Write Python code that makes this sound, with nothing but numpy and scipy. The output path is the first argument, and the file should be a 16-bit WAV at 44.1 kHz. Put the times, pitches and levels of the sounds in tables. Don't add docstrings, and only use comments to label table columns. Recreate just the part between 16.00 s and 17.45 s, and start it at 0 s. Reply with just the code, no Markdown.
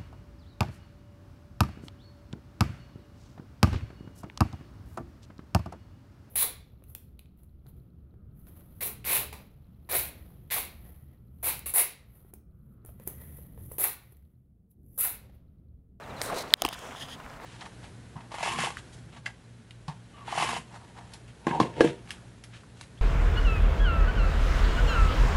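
import sys
import numpy as np
from scipy import signal
from scipy.fft import rfft, irfft
from scipy.io import wavfile

SR = 44100
rng = np.random.default_rng(int(sys.argv[2]) if len(sys.argv) > 2 else 0)


def unload_audio(sound):
    columns = np.transpose(np.atleast_2d(sound))
    steps = np.round(np.clip(columns, -1, 1) * 32767)
    wavfile.write(sys.argv[1], SR, steps.astype(np.int16))


def magnitude_from_level(level_db):
    exponent = np.asarray(level_db, float) / 20
    return 10 ** exponent


N = 63945

# (frequency [Hz], width [Hz], level [dB])
CASE = [(1826, 134, 3.5), (3220, 400, 6.5), (4960, 210, 0), (6600, 550, -4.5), (9120, 1400, -13.5),
        (10030, 1260, -13), (11900, 2300, -27)]
AFTER_HZ = 1670
THIN_HZ = 1100


def evened(x):
    return x / np.sqrt(np.mean(x ** 2) + 1e-20)


def shaped(x, points):
    hz = np.fft.rfftfreq(len(x), 1 / SR) + 1
    f, db = np.transpose(points)
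    edge = np.minimum(hz / f[0], 1) ** 3 * np.minimum(f[-1] / hz, 1) ** 3
    gain = magnitude_from_level(np.interp(np.log(hz), np.log(f), db))
    return evened(irfft(rfft(x) * edge * gain, len(x)))


def curve(rows, axis=1, off=None):
    rows = np.array(rows)
    return np.interp(np.arange(N) / SR, rows[:, 0], rows[:, axis], off, off)


def slow(top_hz):
    return evened(signal.lfilter(*signal.butter(2, top_hz, fs=SR), rng.standard_normal(N)))


def bump(s, half):
    return np.exp(-((np.arange(N) / SR - s) / half) ** 2)


def grains(per_s, spread_db, wash):
    size = magnitude_from_level(spread_db * np.minimum(rng.exponential(1, N), 4)) * rng.choice([-1., 1.], N)
    struck = rng.random(N) < per_s / SR
    return evened(size * struck) + wash * rng.standard_normal(N)


def resonate(x, hz, width):
    return signal.lfilter(*signal.iirpeak(hz, hz / width, SR), x)


def case(x):
    return sum((-1) ** k * magnitude_from_level(db) * resonate(x, f, w) for k, (f, w, db) in enumerate(CASE))


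def add(mix, s, sound):
    part = mix[round(s * SR):][:len(sound)]
    part += sound[:len(part)]


def air():
    # (frequency [Hz], density [dB per Hz])
    spectrum = [(88, -30), (150, -1.5), (309, -15.5), (555, -23), (649, -6), (1080, -4.5), (3920, -20),
                (8230, -24.5), (16000, -35)]
    # (time [s], level [dB], half length [s])
    lull = (1.4, -7.5, .02)
    level_db = -51.5 + 0.85 * slow(29) + lull[1] * bump(lull[0], lull[2])
    return shaped(rng.standard_normal(N), spectrum) * magnitude_from_level(level_db)


def wind():
    # (frequency [Hz], density [dB per Hz])
    spectrum = [(12, -29), (20, -7), (124, 3.5), (163, 1), (189, -3.5), (253, -1), (300, -3), (390, -46),
                (660, -120)]
    # (time [s], level [dB])
    flow = [(0, -54.5), (.12, -45.5), (.5, -48.5), (.6, -49.5), (.75, -57.5), (1.1, -49), (1.45, -52.5)]
    # (time [s], level [dB], length [s])
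    gusts = [
        (0.37, -60, 0.079),
        (0.662, -39, 0.037),
        (0.66, -46, 0.047),
        (1.255, -40, 0.048),
        (1.365, -43, 0.046),
        (.77, -43, 0.038),
        (.24, -48, 0.025),
    ]
    out = shaped(rng.standard_normal(N), spectrum) * magnitude_from_level(curve(flow) + 1.63 * slow(8.6))
    for s, db, length in gusts:
        u = np.arange(0, 1, 1 / SR / length)
        puff = np.sin(np.pi * u) ** 2 * np.cos(2 * np.pi * 2.37 * u)
        add(out, s - length / 2, magnitude_from_level(db - 2.5) * puff)
    return out


def tread():
    # (time [s], level [dB])
    weight = [
        [(0.0, -45), (0.08, -47), (0.086, -43.5), (0.208, -42.5), (0.216, -35), (0.234, -42.5), (0.33, -34.5),
         (0.5, -46), (0.53, -42.5)],
        [(0.7, -55.5), (0.786, -52.5), (0.854, -40), (0.982, -51), (1.026, -45.5), (1.062, -55), (1.082, -50),
         (1.374, -50.5), (1.45, -41.5)],
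    ]
    # (frequency [Hz], density [dB per Hz])
    turf = [(130, -41), (220, -12.5), (496, -3.5), (547, -2), (697, -3.5), (1260, -7.5), (2620, -18),
            (4000, -29.5), (5200, -47), (8800, -120)]
    crunch = shaped(grains(per_s=1800, spread_db=2.5, wash=0.97), turf)
    return crunch * magnitude_from_level(curve(weight[0] + weight[1]) + 1.18 * slow(18) - 1.1)


def bird():
    # (time [s], level [dB], top frequency [Hz])
    whistles = [
        (.024, -55, 4230),
        (.094, -54, 4170),
        (.162, -50, 4300),
        (.234, -54, 4200),
        (.517, -54, 4500),
    ]
    note_s, fall_hz = .042, 1100
    out, t = np.zeros(N), np.arange(0, note_s, 1 / SR)
    for s, db, top_hz in whistles:
        hz = top_hz - fall_hz * (t / note_s) ** 1.15
        swell = np.sin(np.pi * (t / note_s) ** 0.57)
        add(out, s, magnitude_from_level(db) * swell * np.sin(2 * np.pi * np.cumsum(hz) / SR))
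    return out


def pops():
    # (time [s], level [dB], frequency [Hz])
    dull_pops = [(.086, -38, 550), (0.5062, -29.5, 3250), (0.749, -32, 1570), (0.7842, -37.5, 1300),
                 (0.75, -35, 2900), (0.95, -28.5, 1100), (1.2, -31.5, 990), (0.98, -38, 3900),
                 (1.263, -32, 1600), (1.277, -38, 1160), (1.305, -36, 1470), (1.402, -33, 1200),
                 (.759, -38, 1100), (.91, -33, 1900), (1.245, -36, 2200), (1.34, -39, 3040), (1.4, -34, 1800),
                 (0.93, -34, 1340), (1.342, -46, 1250), (1.3, -37, 5400), (0.69, -25, 5900), (0.68, -35, 2500),
                 (0.44, -34, 1100), (.7415, -30, 3500), (.7405, -36, 6800), (0.86, -38, 3090), (0.71, -35, 880)]
    out, t = np.zeros(N), np.arange(800) / SR
    for s, db, hz in dull_pops:
        life = 4.1 / hz ** 0.64 / 25
        decay = magnitude_from_level(db + 6 - 20 * t / life)
        add(out, s, decay * np.minimum(t / 0.0004, 1) * np.sin(2 * np.pi * hz * t))
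    return out


def sweep():
    # (time [s], level [dB], share of fine tips [0-1])
    strokes = [(.165, -56.5, 0.1), (.214, -52.5, 0), (.219, -36, 0.98), (.266, -41.5, 0.52),
               (.33, -50, 0.25), (.385, -36.5, 0.1), (.428, -44, 0.17), (.436, -54.5, 0), (.54, -57.5, 0)]
    # (frequency [Hz], density [dB per Hz])
    stalks = [(880, -52), (1500, -20.5), (2120, 1.5), (2970, -9), (3920, 5.5), (5020, -1.5), (10700, -10.5),
              (16000, -18)]
    # (frequency [Hz], density [dB per Hz])
    fine = [(880, -41), (1500, 3.5), (3590, -21), (4000, -17), (7540, -9.5), (8740, -0.5), (14900, -13),
            (16000, -22)]
    # (time [s], level [dB], half length [s])
    brushes = [
        (1.432, -57.5, 0.035),
    ]
    blades = grains(per_s=8200, spread_db=4, wash=2.0)
    tips = np.clip(curve(strokes, axis=2, off=0.13), 0, 1)
    mix = tips * shaped(blades, fine) + (1 - tips) * shaped(blades, stalks)
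    level = magnitude_from_level(curve(strokes, off=-89)) + sum(magnitude_from_level(db) * bump(s, half) for s, db, half in brushes)
    return mix * magnitude_from_level(1.36 * slow(64)) * level


def ticks():
    # (time [s], level [dB], pitch factor [1], ring length [s], sag over the ring [dB])
    hits = [
        (0.216, -14, 1.13, 0.0011, -29.5),
    ]
    # (frequency [Hz], level [dB])
    shell = [(1900, -6), (3500, 1), (5000, -0.5), (6300, -15), (9200, -6)]
    lag_s = 0.000244
    after_db, after_t60 = -15, 0.0073
    out, t = np.zeros(N), np.arange(1200) / SR
    for s, db, pitch, length, sag_db in hits:
        modes = 0
        for hz, level_db in shell:
            u = np.maximum(t - lag_s * (3500 / hz) ** 1.55, 0)
            decay = magnitude_from_level(level_db + sag_db * hz / 3500 * u / length) / (1 + (u / length) ** 9)
            modes = modes + decay * np.sin(2 * np.pi * hz * pitch * u)
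        tail = magnitude_from_level(after_db - 60 * t / after_t60) * (t > length)
        after = resonate(rng.standard_normal(len(t)), AFTER_HZ, 1850) * 3 * tail
        add(out, s, np.clip(magnitude_from_level(db) * (after - modes), -1.1, 1.1))
    return signal.sosfilt(signal.butter(4, THIN_HZ, "high", fs=SR, output="sos"), out)


def press():
    # (time [s], level [dB], frequency [Hz])
    pocket = [(.27, -52, 1350), (.295, -37, 1300), (.312, -37, 840), (.335, -31.5, 516), (.352, -42, 480),
              (.375, -40.5, 610), (.41, -44, 650), (.43, -64, 650)]
    width_hz = 350
    turn = np.exp(2j * np.pi * np.cumsum(curve(pocket, axis=2)) / SR)
    r = np.exp(-np.pi * width_hz / SR)
    low = signal.lfilter([1 - r], [1, -r], grains(per_s=900, spread_db=2.5, wash=0.46) / turn)
    low = signal.lfilter([1 - r], [1, -r], low)
    return evened((turn * low).real) * magnitude_from_level(curve(pocket, off=-99))


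def knocks():
    # (time [s], hollow level [dB], pitch factor [1], rattle level [dB], rattle centre [Hz])
    blows = [(.3645, -20, 0.622, -47, 2500), (0.423, -57, 1.7, -63, 1998), (0.476, -33, 1.34, -55, 1510),
             (.6503, -55, 1.2, -25.5, 9660), (.62, -17, 1.19, -17, 6600), (.635, -25.5, 0.52, -41, 2320),
             (0.6383, -36, 0.955, -34, 4030), (0.642, -28, 0.82, -50, 9700), (0.6462, -33, 1.21, -41, 4500),
             (.65, -15.5, 1.08, -16, 2760), (0.6566, -23.5, 1.07, -32.5, 8600),
             (.664, -37, 1.16, -23, 2950), (0.68, -26.5, 1.15, -41, 2900), (0.6879, -38, 1.52, -25, 3170),
             (0.71, -39, 1.07, -69, 1960), (0.727, -28.5, 1.405, -53, 3300), (0.745, -50, 0.73, -41, 9000),
             (0.755, -37, 1.45, -53, 1970), (0.7915, -38.5, 0.57, -41, 6300),
             (.6883, -32, 0.91, -31.5, 9250), (0.999, -35.5, 1.04, -56, 2520),
             (1.085, -35, 1.38, -40, 2900), (1.202, -34, 1.46, -52, 2750), (.6202, -42, 3.1, -26.5, 5070),
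             (0.73, -43, 1.24, -40.5, 11400), (0.6621, -34, 1.07, -33, 7400), (.671, -53, 1.32, -47, 9000),
             (0.6205, -43, 1.08, -16.5, 3000), (0.6201, -45, 1.18, -18, 11900), (0.57, -52, 1.1, -45, 8600)]
    # (frequency [Hz], level [dB], decay time t60 [s])
    hollow = [(310, -5, 0.015), (705, -2, 0.022), (926, 4, 0.011), (1930, 1.5, 0.0076), (2760, 11, 0.0017)]
    rattle_t60, ping_t60 = 0.007, 0.011
    out, t = np.zeros(N), np.arange(2000) / SR
    for s, hollow_db, pitch, rattle_db, centre_hz in blows:
        burst = magnitude_from_level(rattle_db + 6.5 - 60 * t / rattle_t60) * np.minimum(t / 0.000068, 1)
        burst = burst * rng.standard_normal(len(t))
        rattle = 0.86 * resonate(burst, centre_hz, 0.94 * centre_hz) + 0.66 * case(burst)
        rattle = rattle + 0.015 * np.diff(burst, prepend=0)
        decay = magnitude_from_level(rattle_db - 1 - 60 * t / ping_t60 * (centre_hz / 3000) ** 0.37)
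        ping = decay * np.minimum(t / 0.00037, 1) * np.sin(2 * np.pi * centre_hz * t)
        ring = sum(magnitude_from_level(db - 60 * t / t60) * np.sin(2 * np.pi * f * pitch * t) for f, db, t60 in hollow)
        add(out, s, ping + rattle + magnitude_from_level(hollow_db - 0.5) * np.minimum(t / 0.0016, 1) * ring)
    return out


def snap():
    # (frequency [Hz], level [dB])
    brittle = [(6350, -23), (9230, -9.5), (15400, -32)]
    brittle_t60 = 0.0014
    snap_s, snap_db, snap_hz, slack_hz, choke_s = .53822, 3.5, 4116, 1740, 0.00093
    under_db, under_hz, under_lag_s, under_s = -7, 1820, 0.00036, 0.00088
    out, t = np.zeros(N), np.arange(1200) / SR
    hz = np.maximum(snap_hz - slack_hz * (t / 0.0011) ** 2, 500)
    ring = np.sin(2 * np.pi * np.cumsum(hz) / SR) / (1 + (t / choke_s) ** 9)
    u = np.maximum(t - under_lag_s, 0)
    under = magnitude_from_level(under_db) * np.sin(2 * np.pi * under_hz * u) / (1 + (u / under_s) ** 5)
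    tail = magnitude_from_level(-7.0 - 60 * t / .012) * (t > choke_s)
    after = resonate(rng.standard_normal(len(t)), AFTER_HZ, 1800) * tail
    add(out, snap_s, np.clip(magnitude_from_level(snap_db) * (after - ring - under), -1.04, 1.04))
    add(out, snap_s, sum(magnitude_from_level(db - 60 * t / brittle_t60) * np.sin(2 * np.pi * f * t) for f, db in brittle))
    return signal.sosfiltfilt(signal.butter(3, 1.18 * THIN_HZ, "high", fs=SR, output="sos"), out)


def rub():
    # (time [s], level [dB])
    slides = [
        [(.575, -53), (.605, -47.5), (.7, -53), (.735, -39), (.752, -55.5), (.8, -56.5), (.95, -58),
         (.962, -48)],
        [(.976, -52), (.998, -43.5), (1.024, -40), (1.056, -51), (1.076, -55), (1.084, -48.5), (1.14, -45),
         (1.156, -55), (1.172, -81)],
    ]
    slips = grains(per_s=6000, spread_db=1.2, wash=0.37)
    hiss = 0
    for f, w, db in CASE:
        band = resonate(resonate(slips, f, 2.0 * w), f, 2.0 * w)
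        hiss = hiss + magnitude_from_level(db + 0.74 * slow(11.5)) * band
    return evened(hiss) * magnitude_from_level(curve(slides[0] + slides[1], off=-97) + 1.3 * slow(54) - 0.4)


def thumps():
    # (time [s], level [dB], frequency [Hz], hold [s])
    blows = [
        (0.6195, -15, 703, 0.0043),
        (0.6514, -16.5, 793, 0.0045),
        (0.682, -36, 760, .004),
        (0.7, -42, 685, 0.0088),
        (.621, -22, 1130, 0.0037),
        (0.648, -22.5, 1100, 0.0035),
        (0.6516, -23, 700, 0.0046),
        (0.6513, -24, 337, 0.0057),
    ]
    out, t = np.zeros(N), np.arange(800) / SR
    for s, db, hz, hold in blows:
        envelope = np.minimum(t / 0.0012, 1) / (1 + (t / hold) ** 8.2)
        add(out, s, -magnitude_from_level(db) * envelope * np.sin(2 * np.pi * hz * t))
    return out


def drag():
    # (time [s], level [dB])
    creep = [(.74, -70), (.765, -54.5), (.85, -51.5), (.865, -50.5), (.91, -54.5), (.94, -57), (.97, -58),
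             (1.0, -70)]
    # (frequency [Hz], density [dB per Hz])
    palm = [(1900, -3), (2500, -0.5), (3500, -1.5), (3900, -27), (4600, -17), (5600, -3.5), (6700, -7.5),
            (7400, -6.5)]
    slips = shaped(grains(per_s=4300, spread_db=2.5, wash=0.66), palm)
    return slips * magnitude_from_level(curve(creep, off=-99) + 1.2 * slow(40))


def scene():
    surroundings = air() + wind() + bird()
    grass = tread() + pops() + sweep() + press()
    hand = ticks() + knocks() + snap() + rub() + thumps() + drag()
    return (surroundings + grass + hand)[None]


def roll_off(x):
    return signal.sosfilt(signal.butter(12, 16950, fs=SR, output="sos"), x)


def record(dry):
    duck_from_db, duck_share, recover_db_per_s = -29, 0.98, 150
    power = signal.lfilter(np.ones(60) / 60, 1, dry[0] ** 2)
    power_db = 10 * np.log10(abs(power) + 1e-12)
    fall = np.arange(N) * recover_db_per_s / SR
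    wanted_db = duck_share * (power_db - duck_from_db - 10.0)
    over_db = np.maximum(np.maximum.accumulate(wanted_db + fall) - fall, 0)
    late_db = signal.lfilter(np.ones(40) / 40, 1, np.roll(over_db, 45))
    narrow = signal.oaconvolve(dry, signal.firwin(401, 15850, fs=SR)[None], "same")
    return roll_off(np.clip(narrow / magnitude_from_level(late_db), -.98, .98))


dry = scene()
out = record(dry)
unload_audio(out)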